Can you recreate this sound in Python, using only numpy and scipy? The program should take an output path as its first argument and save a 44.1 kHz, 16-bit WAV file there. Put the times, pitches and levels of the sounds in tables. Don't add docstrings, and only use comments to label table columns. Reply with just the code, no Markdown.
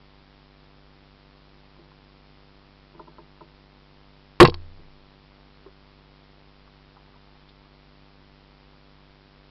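import sys
import numpy as np
from scipy import signal
from scipy.fft import rfft, irfft
from scipy.io import wavfile

SR = 44100
rng = np.random.default_rng(int(sys.argv[2]) if len(sys.argv) > 2 else 0)


def put_to_file(sound):
    columns = np.atleast_2d(sound).T
    safe = np.clip(columns, -1, 1)
    whole_steps = np.round(safe * 32767)
    wavfile.write(sys.argv[1], SR, whole_steps.astype(np.int16))


N = 418950
TIME_S = np.arange(N) / SR
RING_TIME_S = TIME_S[:SR]

# t/s, level/dB, contact cutoff/Hz
DECK_IMPACTS = [(4.4007, 2, 3000), (4.4070, 0, 2200), (4.412, 19, 382), (4.4452, -21.5, 2200),
                (4.45, -8, 2840), (4.4839, -17, 500), (4.5225, -46, 1300), (4.5423, -43.5, 1300)]


def camera_knocks(contact_q=1.8):
    # f/Hz, level/dB, t60/s
    rumble_and_deck = [(17, -46.5, 1.2), (46.7, -52.5, .7), (85.7, -45, .8), (128.4, -14.5, 0.11),
                       (161.5, -24.5, 0.16), (204.8, -17.5, .06), (244.6, -17, .075), (347, -51.5, 0.35),
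                       (359, -6, .063), (441, -10, .055), (481.7, -8, .065), (700, -17, 0.044),
                       (798, -10.5, .05), (875, -8, .05), (970, -5.5, .06), (1055, -2, .06),
                       (1113, -4, .04), (1280, -12, 0.041), (1627, -11, 0.05), (1950, -16, 0.044),
                       (2300, -18.5, 0.041), (2720, -13, 0.036)]
    out, response = np.zeros(N), ring(rumble_and_deck)
    for t_s, level_db, contact_hz in DECK_IMPACTS:
        crack = from_db(-12) * burst(low_hz=600, high_hz=3000, t60_s=.06)
        add(out, t_s, from_db(level_db) * springy_contact(response + crack, contact_hz, contact_q))
    return out


def springy_contact(x, cutoff_hz, q):
    w = 2 * np.pi * cutoff_hz
    return signal.lfilter(*signal.bilinear([w * w], [1, w / q, w * w], SR), x + 1e-18)


def housing_rattle(start_s=4.4066, swing_s=.02265, jitter_s=.0004, hits=5, loss_db_per_s=285):
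    # f/Hz, level/dB, t60/s
    housing_modes = [(2730, -9.5, 0.013), (3270, -7, .018), (3857, -11.5, 0.039), (4140, -7.5, 0.026),
                     (4450, -6.5, 0.048), (4800, -9.5, 0.013), (5300, -10.5, 0.023)]
    chatter_per_swing, chatter_db, settle_db = 3, -13, -27
    out, housing = np.zeros(N), ring(housing_modes)
    hits_s = swing_s * np.arange(hits) + jitter_s * rng.uniform(-1, 1, hits)
    chatter_s = (hits_s[:-1, None] + swing_s * rng.random((hits - 1, chatter_per_swing))).ravel()
    clicks = [(start_s + age_s, -loss_db_per_s * age_s) for age_s in hits_s]
    clicks += [(start_s + age_s, chatter_db - loss_db_per_s * age_s) for age_s in chatter_s]
    clicks.append((DECK_IMPACTS[-1][0], settle_db))
    stop_damping = decay(t60_s=.07)
    for t_s, level_db in clicks:
        snap = from_db(-7) * burst(low_hz=2400, high_hz=5600, t60_s=.02)
        add(out, t_s, from_db(level_db) * (housing + snap) * stop_damping)
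    return out


def hull_taps(travel_s=.00514, top_hz=1450):
    # t/s, level/dB, contact cutoff/Hz
    taps = [(1.785, -44.5, 400), (2.942, -44, 450), (2.972, -46, 350), (2.9940, -39.5, 1800),
            (3.0737, -46.5, 1400), (3.1826, -43, 1400), (3.408, -42.5, 1300), (4.784, -42.5, 280)]
    # f/Hz, level/dB, t60/s
    hull_modes = [(161.8, -9, 0.38), (338.4, 0, 0.12), (422, -4, 0.12), (622, -5.5, 0.12), (805, -26, .06),
                  (907, 1.5, 0.085), (1002, 4.5, 0.056), (1140, -22, .05), (1290, 3.5, 0.022),
                  (1436, -6, 0.038)]
    out = np.zeros(N)
    for t_s, level_db, contact_hz in taps:
        hull = from_db(-11) * burst(low_hz=750, high_hz=1300, t60_s=.08)
        for f_hz, mode_db, t60_s in hull_modes:
            lag_s = travel_s * (np.sqrt(top_hz / f_hz) - 1)
            add(hull, lag_s, ring([(f_hz, mode_db, t60_s)]))
        add(out, t_s, from_db(level_db) * butterworth(hull, contact_hz, "low"))
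    return out


def water_laps(attack_s=.002, ref_hz=1000, ref_t60_s=.06, band_ratio=1.35):
    # t/s, level/dB, f/Hz
    wavelets = [(1.912, -48, 1040), (5.660, -46, 1060), (5.6611, -35, 385), (6.672, -47, 1140),
                (6.9654, -44.5, 998), (7.138, -50, 1150), (7.155, -47, 970), (7.416, -52, 1283),
                (7.489, -45.5, 3590), (7.650, -52, 1195)]
    out = np.zeros(N)
    attack = 1 - np.exp(-RING_TIME_S / attack_s)
    for t_s, level_db, f_hz in wavelets:
        t60_s = ref_t60_s * (ref_hz / f_hz) ** .42
        air_pocket = ring([(f_hz, 0, t60_s)])
        splash_db = -5.5 + 1.5 * np.log2(f_hz / ref_hz)
        splash = from_db(splash_db) * burst(f_hz / band_ratio, f_hz * band_ratio, t60_s)
        add(out, t_s, from_db(level_db) * (air_pocket + splash) * attack)
    return out


def ripples(count=70, base_db=-63.5, spread_db=2, wake_s=7.2, wake_width_s=.4, wake_db=8):
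    out = np.zeros(N)
    for slot, (timing, size, pitch) in enumerate(rng.uniform(-1, 1, (count, 3))):
        t_s = (slot + (1 + timing) / 2) / count * N / SR
        top_hz = 1080 * 2 ** (.25 * pitch)
        wake = np.exp(-((t_s - wake_s) / wake_width_s) ** 2)
        level_db = base_db + wake_db * wake + spread_db * size
        add(out, t_s, from_db(level_db) * burst(top_hz / 1.24, top_hz, t60_s=.091))
    return out


def electronics_buzz(gain_db=-41.5, start_s=.0037, step_gap_s=.0009, band_hz=(25, 3000)):
    edges = switching_spikes(start_s) + from_db(-14) * switching_spikes(start_s + step_gap_s)
    return from_db(gain_db) * butterworth(edges, band_hz, "band", order=1)


def switching_spikes(start_s, rate_hz=49.38, duty=.533, decay_s=.00089):
    cycles = (TIME_S - start_s) * rate_hz
    since_on_s = cycles % 1 / rate_hz
    since_off_s = (cycles - duty) % 1 / rate_hz
    return np.exp(-since_on_s / decay_s) - np.exp(-since_off_s / decay_s)


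def amplifier_hiss():
    # f/Hz, power density/(dB re 1/Hz)
    spectrum = [(20, -86), (80, -89), (250, -92), (500, -95), (1000, -96.5), (2000, -98.5), (4000, -99),
                (5500, -101)]
    f_hz, density_db = np.transpose(spectrum)
    bins_hz = np.maximum(np.arange(N // 2 + 1) * SR / N, 1)
    gain = from_db(np.interp(np.log(bins_hz), np.log(f_hz), density_db)) * np.sqrt(SR / 2)
    return irfft(rfft(rng.standard_normal(N)) * gain, N)


def ring(partials):
    return sum(from_db(level_db) * decay(t60_s) * np.sin(2 * np.pi * f_hz * RING_TIME_S)
               for f_hz, level_db, t60_s in partials)


def burst(low_hz, high_hz, t60_s):
    band_hz = [low_hz, max(high_hz, low_hz + 100)]
    noise = butterworth(rng.standard_normal(len(RING_TIME_S)), band_hz, "band")
    return noise / noise.std() * decay(t60_s)


def decay(t60_s):
    return np.exp(-np.log(1000) * RING_TIME_S / t60_s)


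def butterworth(x, cutoff_hz, kind, order=2):
    sections = signal.butter(order, cutoff_hz, kind, fs=SR, output="sos")
    return signal.sosfilt(sections, x + 1e-18)


def from_db(level_db):
    return 10 ** (np.asarray(level_db) / 20)


def add(track, t_s, sound):
    start = round(t_s * SR)
    track[start:start + len(sound)] += sound[:len(track) - start]


def scene():
    boat = camera_knocks() + housing_rattle() + hull_taps()
    water = water_laps() + ripples()
    return (boat + water + electronics_buzz() + amplifier_hiss())[None]


def record(dry, input_limit=.73, voice_band_hz=5323, output_limit=.71):
    overloaded = np.clip(dry, -input_limit, input_limit)
    narrow = butterworth(overloaded, voice_band_hz, "low", order=22)
    clipped = np.clip(narrow, -output_limit, output_limit)
    return butterworth(clipped, cutoff_hz=16000, kind="low", order=24)


dry = scene()
out = record(dry)
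put_to_file(out)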